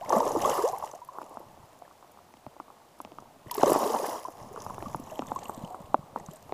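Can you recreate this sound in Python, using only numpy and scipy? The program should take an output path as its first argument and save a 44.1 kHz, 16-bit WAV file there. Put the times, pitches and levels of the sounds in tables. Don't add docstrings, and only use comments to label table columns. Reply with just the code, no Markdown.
import sys
import numpy as np
from scipy import signal
from scipy.fft import rfft, irfft, next_fast_len
from scipy.io import wavfile
from scipy.ndimage import uniform_filter1d, map_coordinates

SR = 44100
rng = np.random.default_rng(int(sys.argv[2]) if len(sys.argv) > 2 else 0)


def ratio_of_db(decibels):
    return 10 ** (np.asarray(decibels, float) / 20)


def to_wav(s):
    ch = np.atleast_2d(s).T
    pcm = np.round(np.clip(ch, -1, 1) * 32767)
    wavfile.write(sys.argv[1], SR, pcm.astype(np.int16))


N = 287973

# [f/Hz, level per Hz/dB]
HISS_COLOUR = [(24, -42), (40, -4), (194, -10), (256, -2), (503, -2), (715, 3), (1040, -16.5), (1240, -5),
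               (1680, -11), (14500, -21.5), (16000, -16.5)]
# [f/Hz, level per Hz/dB]
SLOSH_COLOUR = [(71, -49), (120, -25), (156, -37), (209, -4.5), (460, -1), (610, 1.5), (1110, 0),
                (1420, -19.5), (1600, -40), (2080, -64), (3520, -120)]
# [f/Hz, level per Hz/dB]
PUSH_COLOUR = [(15, 5.5), (40, -4.0), (125, 0.5), (220, 0.5), (400, -12.0)]
# [f/Hz, level per Hz/dB]
FIZZ_COLOUR = [(1300, -0.5), (1700, 3.5), (2100, 0), (2350, -8), (2800, -1), (3500, -2.5), (4700, 0.5),
               (6600, -6), (11000, -8), (15000, -8.5)]
# [t/s, first notch f/Hz, strength of the image/0-1]
MIRROR = [
    (0, 4500, .36),
    (3.55, 4600, .26),
    (3.8, 4400, .26),
    (4.2, 4100, .34),
    (4.7, 4200, .55),
    (5.1, 4650, .62),
    (5.4, 5100, .65),
    (5.6, 5400, .6),
    (6.53, 4800, .35),
]
# [t/s, share of them left/0-1, smooth rush against bubbles/0-1]
LARGE_BUBBLES = [(0, 0, 0.5), (.1, 0.3, 0.17), (.45, 1, 0.34), (.49, 0.02, 0.28), (1.1, 0, 0.3),
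                 (1.3, 0.17, 0.3), (3.6, 1, 0.22), (3.8, 1, 0.53), (4.08, 0.4, 0.32), (4.14, 0.42, 0.75),
                 (4.5, 0.5, 0.8), (6.53, 0.5, 0.52)]
# [crest t/s, slosh level/dB, hold/s, release/dB per s, foam against slosh level/dB]
SURGES = [(0.034, -49.5, .03, 60, -12), (0.138, -25, 0.04, 100, -20), (0.267, -32, 0.21, 63, -15.5),
          (0.453, -30, 0.2, 98, -13), (0.5, -37.5, 0.029, 90, -7.5), (0.831, -45, 0.025, 102, -11),
          (1.152, -49, 0.28, 43, -17), (1.626, -60.5, 0.092, 17, -12), (2.584, -64.5, 0.083, -1, -22),
          (3.097, -60.5, 0.089, 18, -25), (3.484, -55.5, .01, 60, -13), (3.56, -59, .03, 60, 1),
          (3.583, -42.5, 0.087, 37, -4), (3.679, -29, 0.45, 110, -11.5), (3.84, -40, 0.068, 41, -6.5),
          (4.07, -45.5, 0.1, 220, -5), (4.387, -49.5, 0.16, 40, -15), (4.588, -47.5, 0.16, 30, -12),
          (4.824, -49.5, 0.2, 25, -13.5), (5.074, -49.5, 0.17, 32, -12), (5.287, -53, 0.11, 24, -9.5),
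          (5.434, -50, 0.12, 41, -12.5), (5.522, -51.5, 0.054, 63, -22), (5.644, -49.5, 0.23, 35, -20),
          (5.932, -55.5, 0.12, 37, -34), (6.17, -52.5, 0.044, 70, -16), (6.316, -64, 0.042, 62, 0),
          (6.497, -53.5, .04, 60, -20)]
# [t/s, low push level/dB]
SHOVES = [(.12, -51), (.3, -47), (.44, -46.5), (1.5, -59), (3.2, -59.5), (3.69, -46.5), (4.04, -59),
          (4.47, -52.5), (4.7, -50), (4.86, -44.5), (5.04, -49.5), (5.3, -48), (5.62, -50), (5.89, -53),
          (6.2, -55.5), (6.53, -52), (.75, -58), (5.2, -54)]
# [t/s, peak level/dB, f/Hz]
LUMPS = [(1.599, -48, 124), (1.637, -47, 128), (2.469, -43, 127), (1.465, -51, 128), (3.461, -41.5, 316),
         (3.468, -39.5, 132), (4.748, -43, 140), (4.952, -33, 162), (5.455, -43, 231), (4.415, -39, 131),
         (4.663, -38.5, 124), (4.824, -44, 216), (4.871, -34.5, 237), (4.997, -33, 270),
         (5.227, -33.5, 266), (5.576, -32.5, 246), (5.637, -28.5, 185), (5.804, -39, 192),
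         (5.492, -38, 226), (5.842, -41, 96.9), (5.99, -35.5, 155), (6.037, -44.5, 158),
         (6.286, -34.5, 166)]
# [t/s, peak level/dB, ring f/Hz, tick level/dB]
SLAPS = [(0.124, -16.5, 980, -19), (.1295, -12, 680, -34), (.503, -17.5, 950, -40), (3.597, -23, 670, -28),
         (3.698, -14, 560, -24), (3.942, -19, 790, -30), (0.492, -17, 835, -34), (0.578, -24.5, 910, -28),
         (0.937, -31, 720, -54), (3.6335, -3, 680, -21.5), (3.7188, -8.5, 516, -32),
         (3.751, -13.5, 825, -25), (3.7598, -10.5, 650, -32), (3.83, -19, 700, -17),
         (3.947, -15.5, 830, -34), (4.284, -26, 730, -39)]
# [t/s, peak level/dB, ring f/Hz, tick level/dB]
RAINDROPS = [(1.185, -23.5, 980, -46), (1.216, -28, 960, -44), (1.23, -34.5, 620, -12),
             (1.371, -25, 910, -33), (1.821, -36, 790, -37), (2.339, -40.5, 810, -4.5),
             (2.37, -46, 690, -1.5), (2.465, -29.5, 760, -15), (2.6, -26.5, 1000, -17),
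             (2.702, -37, 1010, -31), (3.002, -26.5, 990, -18), (3.049, -33, 750, -2),
             (3.119, -37, 635, -8), (3.185, -28.5, 1100, -18), (4.561, -29.5, 1150, -28),
             (4.664, -24.5, 970, -36), (4.698, -28.5, 1040, -32), (4.781, -25.5, 890, -26),
             (4.825, -24.5, 800, -11.5), (4.946, -18.5, 930, -22.5), (5.1924, -18.5, 636, -10),
             (5.2209, -24, 1010, -19), (5.318, -18, 870, -25), (5.495, -21.5, 855, -31),
             (5.745, -26.5, 1020, -23), (5.9435, -5.5, 893, -26), (6.16, -18.5, 914, -31),
             (6.286, -35, 1030, -24), (6.494, -36, 776, -14), (6.523, -20.5, 675, -12)]
# [t/s, peak level/dB, ring f/Hz]
DRIZZLE = [(1.311, -39, 503), (1.403, -37, 597), (1.575, -41, 700), (1.733, -46, 750), (1.878, -41, 950),
           (1.911, -41, 1140), (2.026, -40, 1010), (2.045, -41, 730), (2.095, -44, 740), (2.173, -43, 848),
           (2.189, -42, 1020), (2.565, -38.5, 750), (2.681, -42, 966), (3.074, -41, 775), (3.223, -39, 708),
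           (5.364, -34, 496), (5.387, -34, 800)]
# [t/s, peak level/dB, f/Hz]
PLOPS = [(0.103, -16, 864), (.147, -18, 513), (0.161, -23.5, 205), (.167, -15.5, 650), (0.178, -20.5, 1073),
         (0.2039, -14, 910), (.083, -31, 840), (.11, -23.5, 490), (.218, -23, 516), (.265, -24.5, 404),
         (.305, -28, 460), (0.364, -23, 310), (0.491, -23, 506), (.512, -25.5, 480), (0.533, -31, 1300),
         (.58, -23.5, 1240), (.614, -30, 958), (.65, -29, 920), (.73, -33.5, 458), (.774, -30.5, 820),
         (3.581, -24.5, 1070), (3.676, -17, 500), (3.853, -23.5, 606), (3.86, -22, 402),
         (3.995, -26.5, 503), (4.028, -27.5, 388), (4.08, -35, 302), (4.154, -30, 930), (4.352, -39, 744),
         (4.431, -39, 760), (4.542, -38, 460), (4.591, -38, 950), (4.612, -39, 940), (4.705, -29.5, 1000),
         (5.069, -39, 840), (5.426, -39, 770), (6.172, -37.5, 1040), (6.17, -38, 448), (.349, -20.5, 425),
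         (0.359, -20.5, 870), (.455, -17.5, 577), (0.586, -22, 371), (0.825, -26, 1045), (.838, -23.5, 840),
         (3.552, -27.5, 865), (3.577, -23.5, 386), (3.614, -24, 1570), (3.629, -13.5, 905),
         (3.657, -20, 980), (3.665, -18.5, 394), (3.739, -22, 1120), (3.9, -21, 440), (4.041, -24.5, 820),
         (4.575, -36, 430), (4.51, -40, 387), (4.574, -32, 1090), (6.198, -37.5, 830)]
# [t/s, peak level/dB, f/Hz, time to fall 60 dB/s, rise as a share of f/per s]
SINGERS = [(.011, -33, 586, 0.13, 24.5), (0.1265, -15.5, 1082, 0.04, 6), (.226, -24.5, 503, 0.053, -7.5),
           (.448, -16, 1035, 0.043, 12), (.636, -18.5, 395.5, 0.17, 18), (.729, -31, 747, 0.13, 2.5),
           (.731, -29.5, 940, 0.072, 8.5), (.948, -37.5, 647, 0.077, 10), (1.016, -37, 940, 0.058, 3),
           (1.087, -32.5, 1044, 0.036, -3), (3.512, -28, 994, 0.053, -2), (3.958, -23, 846, 0.065, 10),
           (4.25, -26.5, 994, 0.041, 3.5), (4.857, -32.5, 1123, 0.043, 4.5), (5.099, -47, 2640, 0.019, 19),
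           (5.118, -33.5, 640, 0.076, -1), (5.157, -43, 3100, 0.01, 5), (5.172, -39, 880, 0.09, -4),
           (5.647, -44.5, 2850, 0.02, 22), (5.305, -36.5, 842, .084, 1.5), (5.359, -24.5, 1000, 0.044, 9.5),
           (5.456, -37.5, 2830, 0.011, -2), (5.705, -38, 722, 0.18, 1), (6.33, -44.5, 636, 0.088, -1),
           (6.31, -48, 326, .07, 23), (1.815, -47, 690, 0.078, 2), (3.634, -13.5, 589, 0.051, 0)]
# [t/s, peak level/dB, f/Hz]
TICKS = [(0.094, -25, 5930), (0.1245, -27.5, 6080), (0.2028, -24, 4930), (0.2404, -36, 6350),
         (0.2533, -32, 8050), (0.277, -31, 6130), (0.3183, -27.5, 6200), (0.392, -42, 6300),
         (0.4187, -25, 5900), (0.4578, -26, 6490), (0.4965, -23.5, 6540), (0.6223, -32, 7120),
         (0.678, -30, 5840), (0.688, -24.5, 6140), (0.9136, -36.5, 6200), (0.95, -39.5, 6690),
         (3.203, -46, 6000), (3.542, -25, 5370), (3.6086, -29, 6560), (3.6297, -22.5, 6080),
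         (3.6598, -23, 6150), (3.92, -28, 6730), (3.9873, -33, 6550), (4.0272, -38, 6660),
         (4.1106, -36, 5600), (4.1444, -44, 6660), (4.427, -43, 5330), (4.487, -48, 6620),
         (4.6028, -34, 5100), (4.6197, -32, 6480), (4.6478, -41, 5100), (4.6828, -49, 5940),
         (4.751, -49, 5970), (4.8833, -36.5, 4570), (4.9252, -50, 5750), (4.939, -42, 6350),
         (5.038, -45, 6060), (5.097, -50, 7730), (5.1093, -41, 6590), (5.2685, -36.5, 6100),
         (5.3607, -35, 5450), (5.39, -34, 5800), (5.433, -34.5, 4900), (5.454, -41, 7100),
         (5.546, -35.5, 5800), (5.6477, -39, 5350), (5.3101, -44, 6860), (5.1505, -48, 7450),
         (5.2178, -43, 5200), (6.262, -36, 6270)]
# [t/s, peak level/dB, f/Hz]
SPARKS = [(.0343, -36, 5460), (.7617, -35, 7730), (.785, -21.5, 12300), (.824, -37, 12500),
          (.8789, -43, 5360), (1.048, -30, 12900), (1.1842, -36, 12100), (1.218, -38, 7250),
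          (1.294, -34, 10300), (2.118, -34, 12900), (2.9896, -37, 9190), (3.0148, -24.5, 9900),
          (3.5116, -11.5, 4960), (3.5134, -10.5, 12100), (3.7022, -9, 9700), (3.7308, -5.5, 9500),
          (4.065, -15.5, 12300), (4.2574, -31, 5900), (5.505, -32, 12800), (5.565, -34, 12500),
          (4.8289, -36, 10000), (4.96, -27, 10200), (4.999, -29, 10900), (5.156, -30, 13800),
          (5.3497, -30, 11370), (5.4829, -30, 8170), (5.4953, -26, 8500), (5.6221, -36, 7100),
          (6.1986, -30, 6460), (6.312, -31, 7350), (6.3345, -32, 11500), (6.3592, -29, 8400)]
# [t/s, peak level/dB, f/Hz]
MIST = [(0.1012, -29, 12500), (0.1663, -31, 11600), (0.1834, -25, 12200), (0.3805, -43, 10100),
        (0.4429, -35, 9160), (0.4574, -31, 12200), (0.4744, -29, 9800), (0.4988, -26, 10000),
        (0.5214, -34, 10100), (0.5402, -23, 10100), (0.5574, -30, 12400), (0.5714, -35, 11800),
        (0.5854, -37, 12200), (0.6205, -38, 12600), (0.6784, -31, 11100), (0.7224, -34, 11700),
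        (1.0774, -42, 12900), (3.4815, -44, 9920), (3.5473, -20, 12700), (3.5544, -33, 14400),
        (3.5673, -23, 13400), (3.5912, -29, 12100), (3.6167, -46, 9700), (3.6321, -26, 10000),
        (3.679, -21, 10700), (3.7134, -22, 9720), (3.7886, -21, 11000), (3.9784, -35, 11100),
        (4.2248, -40, 10600), (4.3046, -41, 12000), (4.5291, -40, 9860), (4.6478, -38, 11500),
        (4.79, -41, 9640), (4.8165, -45, 11600), (4.8958, -54, 11000), (5.0632, -46, 11200),
        (5.2682, -42, 13700), (5.4952, -40, 12300), (5.1086, -41, 13300), (5.3004, -48, 13400),
        (5.4415, -35, 9500), (5.4834, -36, 14100), (5.5353, -42, 11500)]
# [t/s, peak level/dB, f/Hz]
BEADS = [(0.0608, -37, 2100), (0.1013, -39, 1760), (0.167, -32, 1940), (0.2, -34, 1840), (0.395, -35, 1800),
         (0.444, -27, 3180), (0.5336, -32, 2730), (0.7637, -42, 2050), (1.8517, -45, 1670),
         (3.4703, -43, 1830), (3.4844, -47, 2950), (3.4977, -35, 1890), (3.51, -29.5, 3070),
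         (3.5533, -41, 1920), (3.613, -32, 2900), (3.8157, -39, 1920), (4.0228, -45, 1760),
         (4.0642, -36, 2010), (4.168, -37, 3150), (4.8046, -41, 1700), (5.2794, -41, 3420),
         (5.3882, -45, 2250), (6.1754, -44, 1830), (6.2008, -44, 1850), (6.314, -47, 3040)]


def evened(x):
    return x / np.sqrt(np.mean(x ** 2) + 1e-20)


def add(mix, s, sound):
    start = max(round(s * SR), 0)
    part = mix[start:][:len(sound)]
    part += sound[:len(part)]


def filtered(x, order, hz, kind="low"):
    return signal.sosfilt(signal.butter(order, hz, kind, fs=SR, output="sos"), x)


def shaped(x, points):
    size = next_fast_len(N)
    hz, db = np.transpose(points)
    bins_hz = np.arange(size // 2 + 1) * SR / size
    gain = ratio_of_db(np.interp(np.log(bins_hz + 1), np.log(hz), db))
    return irfft(rfft(x, size) * gain, size)[:N]


def ring(hz, t60, rise=0., soft=0.54, linger=1):
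    t = np.arange(int(t60 * SR) + 8) / SR
    slide = 1 + rise * .15 * (1 - np.exp(-t / .15))
    wave = np.sin(2 * np.pi * np.cumsum(hz * np.maximum(slide, .3)) / SR)
    wave = wave * ratio_of_db(-60 * (t / t60) ** linger) * (1 - np.exp(-t * hz / soft))
    return wave / abs(wave).max()


def random_hits(per_s, spread_db):
    size = ratio_of_db(spread_db * np.minimum(rng.exponential(1, N), 4))
    return size * (rng.random(N) < per_s / SR)


def swarm(lo_hz, hi_hz, per_s, cycles, spread_db, climb, count):
    hits = random_hits(per_s, spread_db)
    kind = rng.integers(0, count, N)
    shape = rng.uniform(0.54, 2.6, (count, 2))
    out = np.zeros(N)
    for k, hz in enumerate(np.geomspace(lo_hz, hi_hz, count)):
        t60 = cycles * shape[k, 0] / hz
        bubble = ring(hz, t60, climb * shape[k, 1] / t60)
        out += hz * signal.oaconvolve(hits * (kind == k), bubble)[:N]
    return out


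def bursts(per_s, spread_db, decay_s):
    hits = random_hits(per_s, spread_db)
    return evened(1 + signal.lfilter([1], [1, -np.exp(-1 / (decay_s * SR))], hits))


def housing(x):
    return filtered(filtered(x, 7, 1413), 3, 150, "high")


def river():
    return ratio_of_db(-60.5) * evened(shaped(rng.standard_normal(N), HISS_COLOUR))


def taps():
    drizzle_tick_db = -29
    blows = SLAPS + RAINDROPS + [(*row, drizzle_tick_db) for row in DRIZZLE]
    dull, bright = np.zeros(N), np.zeros(N)
    chance = rng.uniform(0.746, 1.283, (len(blows), 4))
    for (s, db, hz, tick_db), c in zip(blows, chance):
        thud_db = -11 + 0.2 * tick_db - 17 * (hz - 800) / 1000 - 7 * (db > -12)
        add(dull, s, ratio_of_db(db + 2.0) * ring(hz, 0.006, soft=0.25))
        add(dull, s + 0.00297 * c[0], ratio_of_db(db - 12.0) * ring(hz * c[1], 0.013))
        add(dull, s + 0.00087, -ratio_of_db(db + thud_db) * ring(350 * c[2], 0.047, rise=-29, soft=0.64))
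        add(bright, s, ratio_of_db(db + tick_db) * ring(2400 * c[3], 0.0023))
        add(bright, s, ratio_of_db(db + tick_db - 9) * ring(4600 * c[1], 0.004))
    patter = ratio_of_db(-68) * evened(swarm(616, 1250, 140, 5.5, 2.4, 0, count=8))
    return housing(dull + patter) + bright


def singles():
    plop_cycles, plop_rise = 17.2, 7.3
    plops = [(s, db, hz, plop_cycles / hz, plop_rise) for s, db, hz in PLOPS]
    dull, out = np.zeros(N), np.zeros(N)
    for s, db, hz, t60, rise in SINGERS + plops:
        bubble = ring(hz, t60 * 0.92, rise, soft=0.8, linger=1.4)
        add(dull if hz < 2000 else out, s, ratio_of_db(db) * bubble)
    for s, db, hz in LUMPS:
        add(out, s, ratio_of_db(db) * ring(hz, 0.032, rise=-3.0, soft=0.59))
    return housing(dull) + out


def summed(levels_db, calm_db):
    power = (ratio_of_db(levels_db) ** 2).sum(0) + ratio_of_db(calm_db) ** 2
    return np.interp(np.arange(N), np.arange(len(power)) * 64, np.sqrt(power))


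def water():
    rise, sag, shove_slope = 258, 18, 71.5
    t = np.arange(0, N + 64, 64) / SR
    crest, db, hold, release, foam_db = np.transpose(SURGES)[:, :, None]
    age = t - crest
    level = db + rise * np.minimum(age, 0) - sag * np.clip(age, 0, hold)
    level = level - abs(release) * np.maximum(age - hold, 0)
    foam = level + foam_db
    early = 5.5 * np.exp(-np.maximum(age, 0) / 0.0042)
    s, push_db = np.transpose(SHOVES)[:, :, None]
    heave = summed(level, -65)
    shove = summed(push_db - shove_slope * abs(t - s), -69)
    froth = summed(foam, -77.5)
    flung = summed(foam - 5 + early, -79.5)
    return heave, shove, froth, flung


def ticks():
    out, t = np.zeros(N), np.arange(400) / SR
    tiny = [(s, db + 12, hz) for s, db, hz in TICKS]
    mist = [(s, db + 7, hz) for s, db, hz in MIST]
    drops = SPARKS + tiny + mist
    fade = ratio_of_db(-60 * t / 0.018) * (1 - np.exp(-t / 0.00064))
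    for (s, db, hz), noise in zip(drops, rng.standard_normal((len(drops), 400))):
        crack = filtered(noise, 2, [hz * 0.67, min(hz * 1.44, 20000)], "band")
        add(out, s, ratio_of_db(db - 17.5) * ring(hz, 0.0074, soft=0.26))
        add(out, s, ratio_of_db(db - 13.5) * crack * fade)
    for s, db, hz in BEADS:
        add(out, s, ratio_of_db(db - 7.0) * ring(hz, 0.016, rise=13.0, soft=0.42))
    return out


def fizz(froth, flung):
    drift = uniform_filter1d(uniform_filter1d(rng.standard_normal(N), 300), 300)
    clumps = ratio_of_db(2.0 * evened(drift))
    spray = evened(swarm(1491, 4280, 700, 31, 3.1, 0.097, count=16)) + 2.0 * rng.standard_normal(N)
    foam = evened(swarm(4793, 13570, 2500, 49, 2.8, 0.082, count=24)) + 0.85 * rng.standard_normal(N)
    sparse = np.clip(1 - froth / ratio_of_db(-38.5), .45, 1)
    jumps = bursts(130, 3.7, .0011) ** (1.25 * sparse)
    spray = shaped(filtered(spray, 4, 4500), [(900, -63)] + FIZZ_COLOUR)
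    foam = shaped(filtered(foam, 4, 4500, "high"), FIZZ_COLOUR)
    both = flung * evened(clumps * jumps * spray) + froth * evened(jumps * foam) + ticks()
    n = np.arange(N)
    s, notch_hz, image = np.transpose(MIRROR)
    late = map_coordinates(both, [n - SR / np.interp(n / SR, s, notch_hz)], order=3)
    return both - np.interp(n / SR, s, image) * late


def slosh(heave, shove):
    bubbles = evened(shaped(swarm(148.8, 1572, 900, 14.7, 3.45, 0.21, count=30), SLOSH_COLOUR))
    rush = evened(shaped(rng.standard_normal(N), SLOSH_COLOUR))
    t = np.arange(N) / SR
    s, large, smooth = np.transpose(LARGE_BUBBLES)
    large = np.clip(np.interp(t, s, large), 0, 1)
    smooth = np.clip(np.interp(t, s, smooth), 0, 1)
    surge = np.sqrt(1 - smooth) * bubbles + np.sqrt(smooth) * rush
    deep = signal.sosfiltfilt(signal.butter(3, 360, fs=SR, output="sos"), surge)
    surge = surge - deep * (1 - large)
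    push = evened(swarm(78, 281, 300, 4.3, 3.2, 0.084, count=10))
    push = evened(shaped(push + .5 * rng.standard_normal(N), PUSH_COLOUR))
    return heave * ratio_of_db(2.0) * surge + shove * push


def scene():
    heave, shove, froth, flung = water()
    background = river() + taps() + singles()
    thrashing = fizz(froth, flung) + slosh(heave, shove)
    return (background + thrashing)[None]


def band_limit(x):
    return signal.sosfilt(signal.butter(12, 16610, fs=SR, output="sos"), x)


def record(dry):
    edge = signal.firwin(601, 15290, window=("kaiser", 8), fs=SR)
    return band_limit(signal.oaconvolve(dry, edge[None], "same"))


dry = scene()
out = record(dry)
to_wav(out)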